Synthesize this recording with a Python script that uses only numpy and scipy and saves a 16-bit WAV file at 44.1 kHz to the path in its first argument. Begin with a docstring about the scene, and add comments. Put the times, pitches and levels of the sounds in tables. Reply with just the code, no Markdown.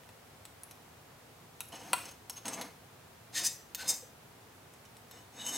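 """Faint ticks over a quiet room hum, then a plastic pen tracing a steel outlet box held against drywall.
A close stereo pair of microphones in a garage, the work slightly to the left. The pen ticks as it lands,
its tip drags over the wall, and its barrel scrapes and squeaks along the top, side and bottom of the box,
which rings differently along each edge. Once the box knocks hard on the wall."""
import sys
import numpy as np
from scipy import signal
from scipy.fft import rfft, irfft
from scipy.io import wavfile
from scipy.ndimage import uniform_filter1d

SR = 44100
rng = np.random.default_rng(int(sys.argv[2]) if len(sys.argv) > 2 else 0)


def waveform_to_disk(signal):
    """Save audio, clipped to [-1, 1], as 16-bit WAV at the path in sys.argv[1]."""
    frames = np.transpose(np.atleast_2d(signal))
    scaled = np.clip(frames, -1, 1) * 32767
    samples = np.round(scaled).astype(np.int16)
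    wavfile.write(sys.argv[1], SR, samples)


N = 245637
TIME = np.arange(N) / SR
RING_SAMPLES = 8192
HZ = np.fft.rfftfreq(RING_SAMPLES, 1 / SR)

# Seconds at which the pen moves from top (edge 0) to side (1), and from side to bottom (2).
EDGE_CHANGES = [3.0, 4.5]
# Passes of the pen. Each row: start in seconds, length in seconds, tip drag in dB, barrel rub in dB,
# rise from start to end in dB.
PASSES = [(1.718, .04, -51, -52.5, 1.5), (1.777, 0.29, -54, -53.5, 0), (2.443, 0.11, -46.5, -49.5, -5.5),
          (2.566, 0.1, -47.5, -53, -9.5), (3.322, 0.12, -54.5, -44.5, 9.5), (3.768, 0.14, -53, -48, 10),
          (5.118, 0.084, -62, -58.5, -4), (5.314, 0.35, -51, -48, 16)]
# The barrel bearing on the steel. Each row: middle in seconds, length in seconds, level in dB,
# extra treble in dB, squeak pitch in Hz, squeak level in dB.
SCRAPES = [(1.728, 0.019, -51.5, 0, 2956, -49.5), (1.756, 0.028, -56.5, 5, 2940, -54),
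           (2.089, 0.035, -45, -4, 6330, -58), (2.114, 0.022, -53, 3, 6440, -59),
           (2.375, 0.043, -44.5, -4.5, 6400, -50.5), (2.466, 0.028, -51, 5, 8240, -50),
           (2.538, 0.043, -43, 0.5, 6400, -43.5), (2.621, 0.026, -39, -19, 6350, -59),
           (3.38, .11, -31, -2.5, 1840, -44.5), (3.459, 0.069, -34.5, 8, 5040, -36),
           (3.81, 0.086, -38, -9, 1505, -48.5), (3.898, 0.059, -38.5, 14, 14080, -45),
           (5.413, 0.086, -43.5, -4.5, 3775, -45), (5.485, 0.12, -45, 8, 2990, -45.5),
           (5.556, 0.09, -40, 5, 3740, -48.5)]
# Landings of the pen. Each row: start in seconds, pen click in dB, box ring in dB, wall knock in dB,
# pen brightness in dB per octave, pitch that the point of contact favours in Hz.
TAPS = [(0.035, -62.5, -77, -70, -14, 1920), (0.0901, -60, -77, -57, -9, 1930),
        (0.453, -51, -62, -80, -0.5, 7950), (0.634, -50, -64, -80, 7, 10500),
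        (0.7109, -54.5, -54.5, -79, -3, 11700), (1.6057, -39.5, -50, -45.5, 5, 3790),
        (1.686, -58.5, -68, -75, 5, 10100), (1.9319, -34.5, -53, -24, -2, 8820),
        (2.055, -68, -49.5, -58, -5, 8200), (2.2971, -42, -43, -48, 8, 5570),
        (2.4552, -51, -48.5, -45, -18, 6330), (2.481, -48, -38, -50, -11, 8030),
        (2.6129, -45, -42.5, -48, -11, 11500), (3.7479, -43.5, -37.5, -61, 22, 14400),
        (4.737, -63, -65.5, -84, 0, 9000), (4.852, -70, -60.5, -75, 3, 6070),
        (4.968, -59, -67, -78, -2, 8500), (5.112, -56, -55.5, -66, 0, 13300),
        (5.464, -52, -40.5, -48, 0, 6800)]
# Clear modes of the box. Each row: pitch in Hz, width in Hz, then strength in dB against the dense modes
# when touched on top, side and bottom.
BOX_MODES = [(1840, 42, -11, 6.5, 1), (2603, 126, 7, 4.5, 7), (2958, 36, 14, 5, 25.5),
             (3674, 16, -11, 14.5, 26), (4350, 50, -1, 0, -3), (4170, 95, 6.5, 10, 13),
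             (5095, 110, -10, 10.5, 6), (5404, 120, 12, 0, 15), (6000, 82, 9, 14, 5),
             (6440, 51, 23.5, 15, 24.5), (6460, 100, 5, 16, 1), (6730, 57, -10, 4, 2),
             (7220, 87, -14, 3, -12), (7350, 45, -13, 17, -4), (7750, 130, 20, -2, 18.5),
             (7960, 26, -14, 13, 19.5), (8480, 70, 22, 4, 15), (9040, 50, 10, 6, -1),
             (10270, 160, 6.5, -2, -9), (11540, 68, 10, -10, -1), (10800, 55, -10, -2, 6),
             (11700, 70, 0, 13, 1)]
# Dense modes of box and barrel. Each row: frequency in Hz, then relative dB on top, side and bottom.
DENSE_MODES = [(200, -17, -18, -28), (950, 3.5, -30, -20), (1650, -8.5, -4, 4.5), (3300, -1.5, -5, -9),
               (4670, -1.5, -0.5, -3), (5900, -3, -5, -4), (8300, -13.5, -0.5, -3.5), (9700, -1, -3.5, -5),
               (11550, -9.5, -10, 0.5), (13200, -6, -10, -14), (15500, -11, -15, -14)]
# The pen's barrel. Each row: pitch in Hz, width in Hz, relative level in dB.
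PEN_MODES = [(2820, 2000, -3.5), (3790, 23, 0.5), (4010, 110, -0.5), (5580, 180, -2.5), (6950, 300, -3.5),
             (7700, 130, -4), (8470, 340, -6), (9860, 230, 1.5), (10020, 160, -5), (11130, 87, 2),
             (11350, 200, -1.5), (12300, 2100, -6.5)]
# The box knocking on the wall. Each row: pitch in Hz, width in Hz, relative level in dB.
KNOCK_MODES = [(617, 53, -3), (760, 35, -4), (974, 32, 7.5), (1050, 23, -14), (1382, 69, 1.5),
               (1426, 46, -13), (1975, 65, -8), (2500, 39, -0.5), (2754, 140, -2), (3030, 91, -7),
               (4130, 45, -8.5), (4140, 51, -28), (4470, 93, -9.5), (5600, 35, -19), (7840, 250, -11),
               (8200, 52, -5), (9000, 110, -16), (9500, 250, -17), (10010, 290, -8.5), (10700, 84, -31),
               (13240, 100, -15), (13800, 1800, -20.5)]
# Paper-faced drywall under the tip. Each row: frequency in Hz, relative level in dB.
DRYWALL_SPECTRUM = [(40, -38), (90, -47), (150, 4), (260, 6), (420, 0), (650, 4.5), (950, 4), (1400, -4),
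                    (2200, -2.5), (4000, -37), (9000, -28), (16000, -55)]
# The garage's reverberation. Each row: frequency in Hz, seconds to fall by 60 dB.
GARAGE_DECAY = [(150, 0.22), (800, 0.23), (2000, 0.41), (6000, 0.34), (10000, 0.31), (15000, 0.46)]
# Room tone. Each row: frequency in Hz, relative level in dB.
ROOM_SPECTRUM = [(15, -49), (25, -29.5), (78, -4), (157, -2), (200, -7.5), (236, -4.5), (335, -9),
                 (463, -5.5), (591, -9), (695, -6.5), (1020, -9.5), (1890, -14), (4870, -20.5),
                 (14800, -24.5), (16000, -26)]
# Room tone across the pair. Each row: frequency in Hz, left-right correlation from 0 to 1.
ROOM_CORRELATION = [(60, 1), (130, 0.95), (190, 0.92), (290, 0.58), (640, 0.35), (1410, 0.3), (3100, 0.088),
                    (15000, 0.27)]


def stroke(edge, bite_hz=4900):
    """The tip rubs the wall while the barrel scrapes the steel; a harder bite hisses brighter."""
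    drag_gain, scrape_gain, treble_gain = contact(edge)
    drag = friction(slips_per_s=2500, spread_db=1.9, flutter_db=0.43, flutter_hz=120) * drag_gain
    grit = friction(slips_per_s=6000, spread_db=2.5, flutter_db=1.2, flutter_hz=220)
    treble = signal.sosfiltfilt(signal.butter(6, bite_hz, "high", fs=SR, output="sos"), grit)
    scrape = (grit - treble) * scrape_gain + treble * treble_gain
    drywall = impulse_response(amp(curve(DRYWALL_SPECTRUM, HZ)))
    return convolve(drag, drywall) + slide(scrape, edge)


def contact(edge, rub_treble_db=-3):
    """Gains of tip drag, barrel scrape and its treble along one edge; passes and scrapes add in power."""
    power = np.zeros((3, N))
    for start_s, length_s, drag_db, rub_db, rise_db in PASSES:
        if np.searchsorted(EDGE_CHANGES, start_s) == edge:
            gains = amp([drag_db, rub_db, rub_db + rub_treble_db])
            power += np.outer(gains, pressure(start_s, length_s, rise_db)) ** 2
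    for middle_s, length_s, db, bite_db, _, _ in SCRAPES:
        if np.searchsorted(EDGE_CHANGES, middle_s) == edge:
            power[1:] += np.outer(amp([db, db + bite_db]), arch(middle_s, length_s)) ** 2
    return np.sqrt(power)


def pressure(start_s, length_s, rise_db, set_in_share=0.12, lift_s=0.038):
    """Gain of one pass: it sets in, holds while the hand bears down, and dies away as the pen lifts."""
    age = TIME - start_s
    set_in = np.clip(age / (set_in_share * length_s), 0, 1)
    held = amp(rise_db * (np.clip(age / length_s, 0, 1) - .5))
    return set_in * held * np.exp(-np.maximum(age - length_s, 0) / lift_s)


def friction(slips_per_s, spread_db, flutter_db, flutter_hz):
    """Tiny slips of uneven size that come in clumps as the pen catches and lets go."""
    slips = sparse_clicks(N, slips_per_s)
    sizes = amp(spread_db * np.minimum(rng.exponential(1, N), 4))
    clumps = unit_rms(uniform_filter1d(rng.standard_normal(N), int(SR / flutter_hz)))
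    return unit_rms(slips * sizes * amp(flutter_db * clumps))


def slide(scrape, edge, spots=4, spots_per_s=17):
    """The pen passes from spot to spot, so the box's modes swell and fade."""
    return sum(convolve(scrape * crossfade(TIME * spots_per_s, spot, spots), box_ring(edge))
               for spot in range(spots))


def box_ring(edge, vary_db=3):
    """The box's ring at one spot of an edge: clear modes, each louder or softer there, over dense ones."""
    spot_dbs = vary_db * rng.uniform(-1.45, 1, len(BOX_MODES))
    clear_power = sum(amp(edge_dbs[edge] + spot_db) ** 2 / (1 + (2 * (HZ - hz) / width) ** 2)
                      for (hz, width, *edge_dbs), spot_db in zip(BOX_MODES, spot_dbs))
    dense = amp(curve(DENSE_MODES, HZ, column=edge + 1))
    return impulse_response(dense * np.sqrt(1 + clear_power))


def squeaks(width_hz=73):
    """Each scrape carries a narrow, wavering tone that swells and dies with the pressure."""
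    out = np.zeros(N)
    for middle_s, length_s, _, _, hz, db in SCRAPES:
        swell = np.hanning(int(length_s * SR))
        drift = np.cumsum(rng.standard_normal(SR)[:len(swell)]) * np.sqrt(2 * np.pi * width_hz / SR)
        drift = uniform_filter1d(drift, SR // 500)  # the phase wanders, which widens the tone
        tone = np.sqrt(2) * np.sin(2 * np.pi * hz * TIME[:len(swell)] + drift)
        add(out, middle_s - length_s / 2, amp(db) * swell * tone)
    return out


def taps(chatter_s=0.0059, first_touch_db=15, favour_db=12.5, favour_q=24, lowest_hz=420):
    """Each landing clicks the barrel, rings the nearest edge and pushes the box on the wall."""
    out, t = np.zeros(N), TIME[:SR // 100]
    for start_s, pen_db, box_db, knock_db, bright_db, favoured_hz in TAPS:
        chatter = rng.standard_normal(len(t)) * np.exp(-t / chatter_s)  # plastic buzzes briefly on steel
        chatter[0] += amp(first_touch_db)  # the first touch is the hardest
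        edge = np.searchsorted(EDGE_CHANGES, start_s)
        steel = amp(box_db) * unit_energy(signal.fftconvolve(box_ring(edge), chatter)[:RING_SAMPLES])
        click = amp(pen_db) * ringing(PEN_MODES, bright_db)
        knock = amp(knock_db) * ringing(KNOCK_MODES)
        tap = np.sqrt(len(t)) * (click + steel + knock)  # levels count over 10 ms
        favoured = signal.lfilter(*signal.iirpeak(favoured_hz, favour_q, fs=SR), tap)
        add(out, start_s, tap + (amp(favour_db) - 1) * favoured)
    low_cut = signal.butter(2, lowest_hz, "high", fs=SR, output="sos")  # the taps carry no deep bass
    return signal.sosfilt(low_cut, out)


def ringing(modes, tilt_db=0, max_lag_s=0.000793):
    """A struck body rings in dying sines, each with its own sign and a tiny lag."""
    ring = np.zeros(RING_SAMPLES)
    for hz, width, db in modes:
        age = np.maximum(TIME[:RING_SAMPLES] - rng.uniform(0, max_lag_s), 0)
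        size = width * amp(db + tilt_db * np.log2(hz / modes[0][0])) * rng.choice([-1, 1])
        ring += size * np.exp(-np.pi * width * age) * np.sin(2 * np.pi * hz * age)
    return unit_energy(ring)


def bump(middle_s=4.033, length_s=0.023, hz=500, db=-53):
    """One soft, hollow bump after the side is drawn."""
    return amp(db) * arch(middle_s, length_s) * np.sqrt(2) * np.sin(2 * np.pi * hz * TIME)


def garage(x, direct_db=-0.72, near_db=-6.5, tail_db=-10, poses=3, left_db=0.5,
           side_near_db=-16, side_tail_db=-17, side_split_hz=1500, side_treble_db=-3):
    """Echoes shift as the hands move; the close microphones share most of them, least in the low end."""
    mid = amp(direct_db) * x
    for pose in range(poses):
        posed = x * np.sin(np.pi / 2 * crossfade(2 * TIME, pose, poses))  # two poses a second
        mid += amp(near_db) * convolve(posed, near_echoes())
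        mid += amp(tail_db) * convolve(posed, garage_tail())
    low = signal.lfilter(*signal.butter(1, side_split_hz, fs=SR), x)
    dulled = low + amp(side_treble_db) * (x - low)
    side = amp(side_tail_db) * convolve(dulled, garage_tail())
    side += amp(side_near_db) * convolve(dulled, near_echoes())
    return np.array([(mid + side) * amp(left_db), (mid - side) * amp(-left_db)])


def near_echoes(first_s=0.003, fade_s=0.0076):
    """Quick reflections from close by: the wall, the arms and the open panel door."""
    t = TIME[:SR // 25]
    return unit_energy(sparse_clicks(len(t), per_s=3000) * (t > first_s) * np.exp(-t / fade_s))


def garage_tail(build_s=0.023):
    """Sparse echoes from farther off in the garage, each band dying at its own speed."""
    hz, t, bands = signal.stft(sparse_clicks(SR, per_s=5000), SR, nperseg=256)
    decay = amp(-60 * t / curve(GARAGE_DECAY, hz)[:, None])
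    tail = signal.istft(bands * decay, SR, nperseg=256)[1][:SR]
    return unit_energy(tail * (1 - np.exp(-(TIME[:SR] / build_s) ** 2)))


def room_tone(db=-56, drone_hz=108, drone_width_hz=14, drone_excess_db=-1):
    """Steady room noise with a soft low drone; the bass is nearly alike at both microphones."""
    hz = np.fft.rfftfreq(N, 1 / SR)
    left, unrelated = rfft(rng.standard_normal((2, N)))
    likeness = curve(ROOM_CORRELATION, hz)
    right = likeness * left + np.sqrt(1 - likeness ** 2) * unrelated
    drone = 1 + amp(drone_excess_db) / (1 + (2 * (hz - drone_hz) / drone_width_hz) ** 2)
    colour = amp(curve(ROOM_SPECTRUM, hz)) * drone
    return amp(db) * unit_rms(irfft(np.array([left, right]) * colour, N))


def sparse_clicks(samples, per_s):
    """Impulses at random times, of random sign."""
    return (rng.random(samples) < per_s / SR) * rng.choice([-1., 1.], samples)


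def arch(middle_s, length_s):
    """A gain that swells and fades smoothly around its middle."""
    return np.cos(np.pi * np.clip((TIME - middle_s) / length_s, -.5, .5)) ** 2


def crossfade(place, index, count):
    """Triangular weight of one of several positions visited in a cycle."""
    return np.maximum(1 - abs((place - index) % count - 1), 0)


def impulse_response(gain):
    """Response of energy 1 with the given spectral shape and the sharpest attack (minimum phase)."""
    log_gain = np.log(np.maximum(gain, 1e-5))
    mirrored = np.concatenate([log_gain, log_gain[-2:0:-1]])
    return unit_energy(np.fft.ifft(np.exp(np.conj(signal.hilbert(mirrored)))).real)


def curve(table, hz, column=1):
    """One column of a table, joined on a log-frequency axis."""
    columns = np.transpose(table)
    return np.interp(np.log(hz + 1), np.log(columns[0] + 1), columns[column])


def convolve(x, response):
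    """Sends a sound through a body or a room."""
    return signal.oaconvolve(x, response)[:N]


def add(mix, start_s, sound):
    """Mixes a sound in at a time."""
    part = mix[round(start_s * SR):][:len(sound)]
    part += sound[:len(part)]


def amp(db):
    """Decibels to gain."""
    return 10 ** (np.asarray(db) / 20)


def unit_rms(x):
    """Scales to rms 1."""
    return x / np.sqrt(np.mean(x ** 2) + 1e-20)


def unit_energy(x):
    """Scales to energy 1."""
    return x / np.linalg.norm(x)


def scene():
    """Strokes, squeaks and taps close to the microphones, with the garage's room tone behind."""
    strokes = sum(stroke(edge) for edge in range(len(EDGE_CHANGES) + 1))
    return garage(strokes + taps() + squeaks() + bump()) + room_tone()


def record(dry, cut_hz=16000):
    """The recorder's band limit."""
    low_pass = signal.firwin(511, cut_hz, window=("kaiser", 9), fs=SR)
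    return signal.oaconvolve(dry, low_pass[None], "same")


dry = scene()
out = record(dry)
waveform_to_disk(out)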